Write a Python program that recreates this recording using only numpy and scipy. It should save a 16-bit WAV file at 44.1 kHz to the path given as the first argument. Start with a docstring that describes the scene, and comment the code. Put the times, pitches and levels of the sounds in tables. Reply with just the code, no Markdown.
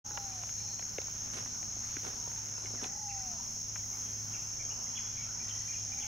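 """In a rainforest by day, on a stereo microphone: cicadas, crickets and a low rasp are trains of short rings,
with one cicada throbbing in repeated phrases. A dove-like bird hoots, a small bird chips, faint whistles slide
and a frog trills, all as gliding sines; trunks and leaves scatter these far voices as noise tails.
Close by, twigs tick as bundles of fading modes and leaves rustle as dense coloured crackles.
A far engine hums as wavering multiples of its shaft rate under the hiss of the air, which is shaped noise."""
import sys
import numpy as np
from scipy import signal
from scipy.fft import rfft, irfft, next_fast_len
from scipy.io import wavfile
from scipy.ndimage import uniform_filter1d

SR = 44100
rng = np.random.default_rng(int(sys.argv[2]) if len(sys.argv) > 2 else 0)


def transcribe(signal):
    """Save signal, clipped to [-1, 1], as a 16-bit WAV file at the path in sys.argv[1]."""
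    frames = np.atleast_2d(signal).T
    limited = np.clip(frames, -1, 1)
    pcm = np.round(limited * 32767).astype(np.int16)
    wavfile.write(sys.argv[1], SR, pcm)


N = 267863
T = np.arange(N) / SR
M = next_fast_len(N)  # transform length

# far hiss of the air: (frequency [Hz], density [dB per Hz])
AIR_SPECTRUM = [(20, -80), (40, -91), (100, -78), (220, -86), (280, -93.5), (370, -88.5), (500, -92),
                (800, -86.5), (1450, -91.5), (1800, -94.5), (2300, -93), (3700, -100), (8000, -106),
                (10000, -105), (12500, -104), (16000, -107)]
# microphone ports in a diffuse field:
# (frequency [Hz], likeness [0-1], phase of left [rad], left minus right [dB])
MIC_PORTS = [(40, 0.94, 0.048, -0.5), (131.22, 1, -0.041, -1), (296, 0.6, -0.76, -0.5), (490, 0.6, -1.7, 0),
             (1052.3, 0.64, -2.2, -1.5), (1900, 0.34, -1.8382, -0.5), (3480, 0.3, -1.5, -0.5),
             (6200, 0.97, 0.225, -4), (9600, 0.72, -0.19, 1.5), (13100, 0.94, -0.4, 0.5)]
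# far engine, with one row (2.65, near 70 Hz) adding a low tone between its multiples: (multiple of the shaft
# rate [1], # mean level [dB])
ENGINE_HARMONICS = [(1.5, -67), (2, -65), (2.65, -67), (3, -78.5), (4, -55.5), (5, -70.5), (6, -68.5),
                    (7, -73), (8, -68.5), (9, -65), (10, -80)]
# steady cicadas, near and far: (click rate [1/s], ring [Hz], pitch scatter [Hz], time to ring's peak [ms],
# phase roughness [rad], overtone [dB], level before the swell [dB], left minus right [dB])
CICADA_VOICES = [(73.47, 6520, 47.6, 1.75, 2.5164, -44.5, -46, 1),
                 (90.4, 6270, 29, 5.573, 1.3, -24, -55.5, 6.5),
                 (101, 6150, 51, 1.3, 2.899, -40, -53.5, 2.5), (111.9, 7000, 111.1, 1.04, 2.5, -40, -63, 1)]
# cicada chorus: (lowest ring [Hz], highest ring [Hz], mean click rate [1/s], pitch scatter [Hz],
# time to ring's peak [ms], level before the swell [dB], mean left minus right [dB])
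CICADA_CHORUS = (5325, 5924, 105, 97, 1.25, -50, -4.5)
# slow swell of the steady cicadas and the chorus: (time [s], gain [dB])
CICADA_SWELL = [(0, -1), (2, -0.5), (6.07, 1)]
# phrases of the throbbing cicada: (first start [s], period [s], sung length [s], edge [s])
CICADA_PHRASE = (.4, .687, .48, .05)
# cricket phrases that rise in pitch:
# (first start [s], period [s], settled pitch [Hz], start below it [Hz], rise time [s], mean level [dB])
RISING_CRICKET = (.1, 1.2, 4270, 250, .25, -72)
# faint low insect rasping in uneven bursts: (click rate [1/s], ring [Hz], pitch scatter [Hz],
# time to ring's peak [ms], burst rate [1/s], burst depth [dB], mean level [dB])
RASPING_INSECT = (54.5, 1462, 59, 2.5, 14, 8, -78)
# low cricket, chirping evenly: (time [s], level before the beat [dB])
LOW_CRICKET = [(0, -74.5), (3, -81.5), (4, -68), (6.07, -69.5)]
# leaves stirring between steps: (time [s], level [dB], brightness [dB])
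LEAF_STIR = [(0, -59, -4.5), (1.2, -59, -2.5), (2.5, -58, 1.5), (2.8, -57, -6), (2.95, -101, -3),
             (4.1, -59.5, -7.5), (6.07, -64.5, 6)]
# leaves crushed by a step: (start [s], hold [s], level [dB], starting brightness [dB])
LEAF_STEPS = [(1.332, 0.055, -47.5, -0.5), (2.031, 0.04428, -47.5, -8), (2.632, 0.011, -55.5, -16),
              (2.731, 0.01, -67, -18), (2.81, 0.02102, -49, -9.5), (2.831, .006, -51, 3),
              (3.77, .03, -69, 11.5)]
# colour of dry leaves: (frequency [Hz], relative response [dB])
LEAF_COLOUR = [(120, -19), (320, -6), (700, -10.5), (1500, -11.5), (3000, -13), (6000, -19.5),
               (10000, -23.5), (16000, -48.5)]
# twig ticks and knocks: (time [s], peak [dB], crack centre [Hz], body centre [Hz],
# body against crack [dB], left minus right [dB])
TWIG_TICKS = [(0.1086, -41, 1300, 500, -3, 0), (0.174, -32, 2251, 905.7, -1, -13),
              (0.1735, -42, 4800, 4200, -3, -6.5), (0.1775, -33.5, 1790, 800, 2, 19),
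              (0.4214, -44.5, 2800, 500, -17, -2), (0.4352, -36.5, 2600, 900, 6, -6),
              (0.4918, -39, 2800, 1500, -1, -3.5), (0.794, -37, 2400, 800, 2, 5),
              (0.825, -41, 1958, 500, -4, -9), (0.9835, -27, 2230, 447, 4, 3),
              (1.0171, -36, 3380, 700, -3, -1.5), (1.0822, -40.5, 900, 500, -10, -2.4412),
              (1.4603, -37.5, 1400, 700, -1, -6), (1.628, -38, 2024, 612, -1, .1),
              (1.766, -45.5, 700, 300, 4, -3.5), (1.9674, -30, 1812, 301.1, -0.5, 2),
              (2.0492, -38, 1290, 500, -6, -5), (2.074, -42, 500, 260, -2, 0),
              (2.274, -39.5, 909, 450, 1, -5), (2.5807, -44.5, 1000, 400, -5, -4.5),
              (2.648, -44, 704, 400, 4, -5), (2.658, -40, 2400, 500, -20, 1),
              (2.67, -43.5, 2500, 500, -18, 1), (2.705, -46, 900, 447, 3, -5),
              (2.736, -44, 600, 300, 4, -2), (2.748, -44, 1100, 400, -4.5, -2),
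              (2.756, -46, 500, 280, 4, -2), (2.8242, -38, 420, 300, 14, 0.5),
              (2.831, -38, 922.3, 354.2, 0, -2.5), (2.8414, -29.5, 3300, 230, -2.5, -6),
              (2.8442, -33.5, 2200, 815, -1, 10), (2.857, -40, 900, 350, 5.5, 0),
              (3.758, -34.5, 2100, 1070, -3, 3), (3.763, -38, 2400, 1200, 3, 7),
              (5.4917, -41, 3700, 500, -20, 3)]
# small ticks at random between the loud ones: (latest time [s], mean peak [dB], peak scatter [dB],
# crack centre [Hz], body centre [Hz], body against crack [dB], left minus right [dB])
SMALL_TWIG_TICKS = (3.5, -48, 2, 1800, 600, -7, 8)
# modes of a twig before detuning: (frequency [Hz], time to fall 60 dB [s])
TWIG_MODES = [(215, .032), (285, .03), (400, .024), (540, .021), (760, .02), (1020, .017), (1320, .014),
              (1650, .012), (2000, .013), (2350, .014), (2820, .012), (3500, .011), (4200, .008),
              (4900, .007), (7800, .004)]
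# hoots: (time of the turn [s], level [dB])
HOOT_TIMES = [(.117, -48.5), (3.02, -46.5), (6.07, -51)]
# one hoot, a stuttering climb and a clear fall:
# (time from the turn [s], pitch [Hz], relative level [dB], flutter [0-1, clipped above])
HOOT_SHAPE = [(-.36, 600, -26, .9), (-.16, 770, -10, .9), (-.06, 825, -6, 1.15), (0, 845, -4.5, 0.65),
              (.06, 814, -3, 0.08), (.14, 790, -4.5, 0.2), (.23, 757, -5.5, 0.31), (.31, 700, -9.5, 0),
              (.37, 635, -23, .1)]
# fainter whistles and slides further off:
# (start [s], length [s], first pitch [Hz], last pitch [Hz], level before hoarseness [dB])
FAR_WHISTLES = [(.318, 0.013, 2390, 2380, -59), (0.373, .01, 1780, 1740, -61),
                (0.599, .012, 2340, 2350, -62), (0.679, .012, 2450, 2400, -62),
                (0.734, .008, 1900, 1850, -61), (2.565, .014, 2750, 2600, -60),
                (2.637, 0.013, 2300, 2380, -60), (0.603, 0.16, 870, 795, -66),
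                (1.824, 0.042, 1200, 2340, -63.5), (2.141, 0.32, 1010, 878, -64),
                (2.654, .02, 2217, 2146, -56.5), (2.764, .054, 2400, 1460, -60.5),
                (3.318, 0.12, 920, 966, -62), (5.486, 0.012, 3900, 3500, -61)]
# frog trills: (first pulse [s], last pulse [s], pulse rate [1/s], mean pitch [Hz], starting level [dB])
FROG_TRILLS = [(2.863, 3.225, 31.6, 1980, -55.5), (5.362, 5.66, 31.4, 1960, -56.5),
               (3.838, 3.85, 31.5, 2010, -56), (4.873, 4.885, 31.5, 2070, -54)]
# small bird: (time of the top [s], top pitch [Hz], end pitch [Hz], level before hoarseness [dB])
BIRD_CHIPS = [(3.102, 2764, 1877, -52), (3.785, 2350, 2010, -60), (3.94, 2250, 2100, -57.5),
              (4.345, 2787, 1810, -49.5), (4.603, 2355, 2010, -51), (4.712, 2874, 2620, -50.5),
              (4.965, 3413, 1780, -45), (5.18, 2420, 2010, -53), (5.205, 2300, 1900, -54.5),
              (5.235, 2690, 1990, -57), (5.409, 2400, 2360, -51), (5.507, 3210, 2730, -50),
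              (5.691, 2400, 2200, -51), (5.717, 2400, 1970, -51.5), (5.765, 2450, 1979, -59),
              (5.985, 2350, 2050, -59), (5.743, 2840, 1900, -55), (5.931, 2435, 2300, -50),
              (6.018, 3410, 1508, -48), (6.075, 3300, 2500, -53)]

ENGINE_HZ = 26.49  # mean shaft rate
PHRASE_DB, PHRASE_WANDER_DB = -56.5, -0.3014  # throbbing cicada
LEAVES_SIDE_DB = -3.5  # left minus right: the leaves lie to the right
STEP_ATTACK_S, STEP_FADE_DB_S, STEP_DULLS_DB_S = 0.0034, 180, 51.5
# twig modes fall off with the square of their octaves from a centre; SNAP_MS is the attack
CRACK_DB_OCT2, BODY_DB_OCT2, SNAP_MS = 23.5, 23, 0.5875
HOARSE_DB = 2  # random level flicker of chips and whistles
# a trill tires; each pulse bends up by the sweep share and fills the width share of a beat
TRILL_FADE_DB_S, TRILL_SWEEP, TRILL_WIDTH = 7, .14, .19
CHIP_START_HZ, CHIP_SIDE_DB = 1692, 0.5
# a fall of 1 kHz takes the glide time, wider ones go with the root; the rise takes a share; the top holds
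GLIDE_MS_PER_ROOT_KHZ, RISE_SHARE, HOLD_MS = 22, 0.55, 5.5
RISE_UNDER_DB, FALL_UNDER_DB = 13, 4  # foot of the rise and end of the fall, below the top
ECHO_S, ECHO_DB = .015, -7  # a trunk behind the perch throws each chip back
NEAR_T60_S, NEAR_DB = .15, -4  # scatter off the leaves round the perch
FOREST_T60_S, FOREST_LIKE = 0.96, 0.67065  # scatter by the trees; likeness of the sides [0-1]
INSECT_WET_DB, BIRD_WET_DB, HOOT_WET_DB = 1, -3, -15  # tails; the last serves whistles, trills and hoots
START_S, TOP_HZ = 0.041503, 15750


def undb(db):
    """Gain of a level in dB."""
    return 10 ** (np.asarray(db) / 20)


def level(x, db):
    """Set the rms."""
    return x * undb(db) / np.sqrt(np.mean(x ** 2))


def curves(rows):
    """Columns of a table at every sample."""
    s, *columns = np.transpose(rows)
    return [np.interp(T, s, c) for c in columns]


def on_bins(rows, column=1):
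    """A column of a frequency table at every transform bin, on a log axis."""
    rows = np.array(rows)
    bin_hz = np.arange(M // 2 + 1) * SR / M
    return np.interp(np.log(bin_hz + 1), np.log(rows[:, 0]), rows[:, column])


def pan(x, db):
    """Two channels, left louder by db."""
    return x * undb(np.array([[db], [-db]]) / 2)


def walk(rate):
    """Random levels held 1 / rate s and slewed twice; spread near 1."""
    k = int(SR / rate)
    held = np.repeat(rng.standard_normal(N // k + 1), k)
    return 1.3 * uniform_filter1d(uniform_filter1d(held, k), k)[:N]


def ports(x, other):
    """Sound from all round: the right port hears part of x, shifted in phase, and part of an unrelated twin."""
    like = np.clip(on_bins(MIC_PORTS), 0, 1)
    shared = like * np.exp(-1j * on_bins(MIC_PORTS, column=2)) * rfft(x, M)
    right = shared + np.sqrt(1 - like ** 2) * rfft(other, M)
    return np.array([x, irfft(right * undb(-on_bins(MIC_PORTS, column=3)), M)[:N]])


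def air():
    """Octave bands of far hiss that swell together and flicker alone."""
    spectrum = rfft(rng.standard_normal((2, M))) * undb(on_bins(AIR_SPECTRUM)) * np.sqrt(SR / 2)
    octave = np.log2(np.arange(M // 2 + 1) * SR / M + 1)
    swell, out = walk(1.35), 0
    for centre in range(4, 16):
        band = np.cos(np.pi / 2 * np.clip(octave - centre, -1, 1)) ** 2
        out = out + irfft(spectrum * band, M)[:, :N] * undb(0.64 * swell + 2.096 * walk(9))
    return ports(*out)


def engine(lag_ms=0.43):
    """Multiples of the shaft rate, each wavering in level; the sound reaches the right port first."""
    turn = np.cumsum(ENGINE_HZ * (1 + 0.00395 * walk(1.995))) / SR
    turns = turn + np.array([[0], [ENGINE_HZ * lag_ms / 1000]])
    out = 0
    for k, db in ENGINE_HARMONICS:
        gain = np.sqrt(2) * undb(db + 2.7 * walk(9))
        out = out + gain * np.sin(2 * np.pi * (k * turns + rng.random()))
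    return out


def forest(x, wet_db, sway, count=3):
    """Trunks and leaves scatter a far sound: noise tails, whose mix shifts at even power as the leaves sway."""
    t, wet, like, lean = T[:SR // 2], 0, np.clip(FOREST_LIKE, 0, 1), sway * walk(3.983)
    for k in range(count):
        decay = undb(-60 * t / FOREST_T60_S) * np.minimum(t / 0.003, 1)
        mid, side = rng.standard_normal((2, len(t))) * decay
        tail = np.sqrt(1 + like) * mid + np.sqrt(1 - like) * side * np.array([[1], [-1]])
        tail = tail / np.sqrt(np.mean(tail ** 2) * len(t))  # unit energy
        path = x.mean(axis=0, keepdims=True) * np.cos(np.pi * k / count + lean)
        wet = wet + signal.oaconvolve(path, tail, axes=1)[:, :N]
    return x + wet * undb(wet_db) * np.sqrt(2 / count)


def sing(rate, hz, scatter_hz, ring_ms, rough, overtone_db=-40, drift=.0012, scatter_db=1.5):
    """Each click restarts a short ring; pitch, phase and size differ from click to click. 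Rms 1."""
    cycles = np.cumsum(rate * (1 + drift * walk(3))) / SR + rng.random()
    chance = rng.standard_normal((1200, 3))[cycles.astype(int)].T  # one draw a click
    age = cycles % 1 / rate
    swell = age / (ring_ms / 1000)
    phase = 2 * np.pi * (hz + scatter_hz * chance[0]) * age + rough * chance[1]
    ring = np.sin(phase) + undb(overtone_db) * np.sin(2 * phase)
    return level(swell * np.exp(-swell) * ring * undb(scatter_db * chance[2]), 0)


def cicadas(count=12):
    """Steady click trains near and far, and a chorus of voices spread in pitch, swelling slowly together."""
    out = sum(pan(undb(db) * sing(*voice), side_db) for *voice, db, side_db in CICADA_VOICES)
    low_hz, high_hz, rate, scatter_hz, ring_ms, db, side_db = CICADA_CHORUS
    for k, hz in enumerate(np.linspace(low_hz, high_hz, count)):
        own_rate = rate * (1 + .12 * rng.standard_normal())
        voice = sing(own_rate, hz, scatter_hz, ring_ms, 3.34) * undb(0.35 * walk(4.27))
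        out = out + pan(voice * undb(db) / np.sqrt(count), side_db + 3.4 * (-1) ** k)
    return out * undb(curves(CICADA_SWELL)[0])


def throbbing_cicada():
    """A cleaner-voiced click train, with little scatter of pitch and phase, repeats one phrase."""
    first, period, sung, edge = CICADA_PHRASE
    age = (T - first) % period
    gate = np.clip(np.minimum(age, sung - age) / edge, 0, 1)
    phrase = gate * undb(PHRASE_DB + PHRASE_WANDER_DB * walk(0.55))
    return pan(sing(94.49, 5855, 9, 4.5, .5, scatter_db=.8) * phrase, -.4)


def rising_cricket():
    """A click train whose ring climbs to a settled pitch in each phrase."""
    first, period, hz, below_hz, rise, db = RISING_CRICKET
    age = (T - first) % period
    voiced = np.clip(np.minimum(age, period - .12 - age) / 0.0094, .3, 1)  # it falters between phrases
    voice = sing(76.4, hz - below_hz * np.exp(-age / rise), 70, 1.6, 2.5, scatter_db=2.5)
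    return pan(voice * voiced * undb(db + 3.2 * walk(5.77)), 0.22)


def rasp():
    """A low click train whose level jumps about in uneven bursts."""
    rate, hz, scatter_hz, ring_ms, bursts, depth_db, db = RASPING_INSECT
    return pan(sing(rate, hz, scatter_hz, ring_ms, 2.17) * undb(db + depth_db * walk(bursts)), -1.5)


def low_cricket():
    """A click train opened by the upper half of a slow cosine."""
    beat = np.maximum(np.cos(2 * np.pi * (T - 4.635) / .288), 0) ** 0.38  # one chirp a beat
    return pan(sing(60, 3217, 24.51, 3.376, 1.4526) * beat * undb(curves(LOW_CRICKET)[0]), .3)


def rustle(per_s=1500, spread_db=2.0, tilt_hz=1000):
    """Dense crackles of uneven size coloured by dry leaves; a step starts bright and dulls as it fades."""
    db, bright_db = curves(LEAF_STIR)
    low_gain, high_gain = undb(db), undb(db + bright_db)
    for s, hold, step_db, step_bright_db in LEAF_STEPS:
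        age = T - s
        fade = undb(step_db - STEP_FADE_DB_S * np.maximum(age - hold, 0))
        gain = np.clip(age / STEP_ATTACK_S, 0, 1) * fade
        low_gain = low_gain + gain
        high_gain = high_gain + gain * undb(step_bright_db - STEP_DULLS_DB_S * np.maximum(age, 0))
    grains = (rng.random((2, N)) < per_s / SR) * rng.standard_normal((2, N))
    grains = grains * undb(spread_db * np.minimum(rng.exponential(size=(2, N)), 3.2))
    leaves = irfft(rfft(grains, M) * undb(on_bins(LEAF_COLOUR)), M)[:, :N]
    high = signal.sosfilt(signal.butter(2, tilt_hz, "high", fs=SR, output="sos"), leaves)
    leaves = ((leaves - high) * low_gain + high * high_gain) / np.sqrt(np.mean(leaves ** 2))
    return pan(ports(*leaves), LEAVES_SIDE_DB)


def hoots(flutter_hz=46.5, last_gap_s=-.011):
    """Near-sine whistles; the rising part of the hoot stutters."""
    out = 0
    for turn, loud_db in HOOT_TIMES:
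        hz, db, flutter = curves(np.add(HOOT_SHAPE, (turn, 0, loud_db, 0)))
        inside = uniform_filter1d(1. * (abs(T - turn) < HOOT_SHAPE[-1][0]), size=400)
        gaps = (1 + np.cos(2 * np.pi * flutter_hz * (T - turn - last_gap_s))) / 2
        stutter = 1 - np.clip(flutter, 0, 1) * gaps
        out = out + np.sqrt(2) * undb(db) * inside * stutter * np.sin(2 * np.pi * np.cumsum(hz) / SR)
    return pan(out, 0.43)


def ticks(count=8):
    """Every snap rings the same modes, slightly detuned: those round its crack and those round its body."""
    out, t = np.zeros((2, N + SR)), T[:SR // 16, None]
    hz, t60 = np.transpose(TWIG_MODES)
    until, peak_db, scatter_db, *colour = SMALL_TWIG_TICKS
    small = [(until * u, peak_db + scatter_db * (2 * v - 1), *colour) for u, v in rng.random((count, 2))]
    for s, db, crack_hz, body_hz, body_db, side_db in TWIG_TICKS + small:
        chance = rng.standard_normal((2, len(TWIG_MODES)))
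        crack = undb(-CRACK_DB_OCT2 * np.log2(hz / crack_hz) ** 2)
        body = undb(body_db - BODY_DB_OCT2 * np.log2(hz / body_hz) ** 2)
        gain = (crack + body) * undb(2.0 * chance[0])
        gain = gain * (-1) ** np.arange(len(TWIG_MODES))  # neighbours swing against each other
        ring = gain * undb(-60 * t / t60) * np.sin(2 * np.pi * hz * (1 + 0.03 * chance[1]) * t)
        snap = ring.sum(axis=1) * np.minimum(t[:, 0] * 1000 / SNAP_MS, 1)
        at = int(s * SR)
        out[:, at:at + len(t)] += pan(snap * undb(db) / abs(snap).max(), side_db)
    return out[:, :N]


def foliage(x, count=2):
    """Leaves near a singer smear each note with a short dense tail that changes as they tremble."""
    t, lean, out = T[:SR // 5], 2.5 * walk(30), x
    for k in range(count):
        decay = undb(-60 * t / NEAR_T60_S) * np.minimum(t / 0.0019, 1)
        tail = rng.standard_normal((2, len(t))) * decay
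        tail = tail / np.sqrt(np.mean(tail ** 2) * len(t))
        path = x * np.cos(np.pi * k / count + lean)
        out = out + undb(NEAR_DB) * signal.oaconvolve(path, tail, axes=1)[:, :N]
    return out


def whistles():
    """Faint, hoarse sine glides."""
    out = 0
    for s, length, first_hz, last_hz, db in FAR_WHISTLES:
        way = np.clip((T - s) / length, 0, 1)
        hz = first_hz + (last_hz - first_hz) * way ** 0.618
        swell = np.sqrt(4 * way * (1 - way))
        out = out + np.sqrt(2) * undb(db) * swell * np.sin(2 * np.pi * np.cumsum(hz) / SR)
    return pan(out * undb(HOARSE_DB * walk(150)), .4)


def frog():
    """Trains of short rising pulses that waver in pitch and size."""
    out = 0
    for first, last, rate, hz, db in FROG_TRILLS:
        place = ((T - first) * rate + .05 * walk(20) + .5) % 1 - .5  # in beats from the pulse's middle
        inside = (T > first - .5 / rate) & (T < last + .5 / rate)
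        size = undb(db - TRILL_FADE_DB_S * np.clip(T - first, 0, 1) + 2.78 * walk(25.0))
        size = size * np.exp(-(place / TRILL_WIDTH) ** 2)
        pitch = hz * (1 + TRILL_SWEEP * place + 0.0098 * walk(25))
        out = out + inside * size * np.sin(2 * np.pi * np.cumsum(pitch) / SR)
    return pan(out, .2)


def chips(rough_hz=210):
    """Quick up-and-down whistles, loudest at the turn, hoarse, each with one echo."""
    out = np.zeros((2, N + SR))
    for s, top_hz, end_hz, db in BIRD_CHIPS:
        spans_khz = (top_hz - np.array([CHIP_START_HZ, end_hz])) / 1000
        rise_ms, fall_ms = GLIDE_MS_PER_ROOT_KHZ * np.sqrt(spans_khz)
        rise_ms = RISE_SHARE * rise_ms
        ms = np.arange(-rise_ms - HOLD_MS, fall_ms, 1000 / SR)
        # 0 at the top, 1 at either end
        way = np.where(ms < 0, np.clip(-(ms + HOLD_MS) / rise_ms, 0, 1), ms / fall_ms)
        hz = top_hz + (np.where(ms < 0, CHIP_START_HZ, end_hz) - top_hz) * way ** 1.15
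        jitter = np.interp(ms, np.arange(-40, 60, 2), rng.standard_normal(50))
        hz = hz + rough_hz * (way + .12) * jitter
        gain = undb(db - np.where(ms < 0, RISE_UNDER_DB, FALL_UNDER_DB) * way) * np.sqrt(1 - way ** 4)
        note = gain * np.sin(2 * np.pi * np.cumsum(hz) / SR)
        at = int((s - (rise_ms + HOLD_MS) / 1000) * SR)
        out[:, at:at + len(ms)] += pan(note, CHIP_SIDE_DB)
    lag = int(ECHO_S * SR)
    out[:, lag:] += undb(ECHO_DB) * out[:, :-lag]
    return out[:, :N] * undb(HOARSE_DB * walk(300))


def scene():
    """Far voices pass through the forest; twigs and leaves are close."""
    insects = cicadas() + throbbing_cicada() + rising_cricket() + rasp() + low_cricket()
    far = forest(insects, INSECT_WET_DB, sway=0.69)
    far = far + forest(foliage(chips()), BIRD_WET_DB, sway=0.53)
    far = far + forest(foliage(whistles()) + frog() + hoots(), HOOT_WET_DB, sway=0.55)
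    return far + ticks() + rustle() + engine() + air()


def record(dry):
    """The sound fades in quickly after a short silence; the top is cut."""
    fade = np.clip((T - START_S) / 0.02, 0, 1)
    low_pass = signal.ellip(10, .2, 60, TOP_HZ, fs=SR, output="sos")
    return signal.sosfilt(low_pass, dry * fade)


dry = scene()
out = record(dry)
transcribe(out)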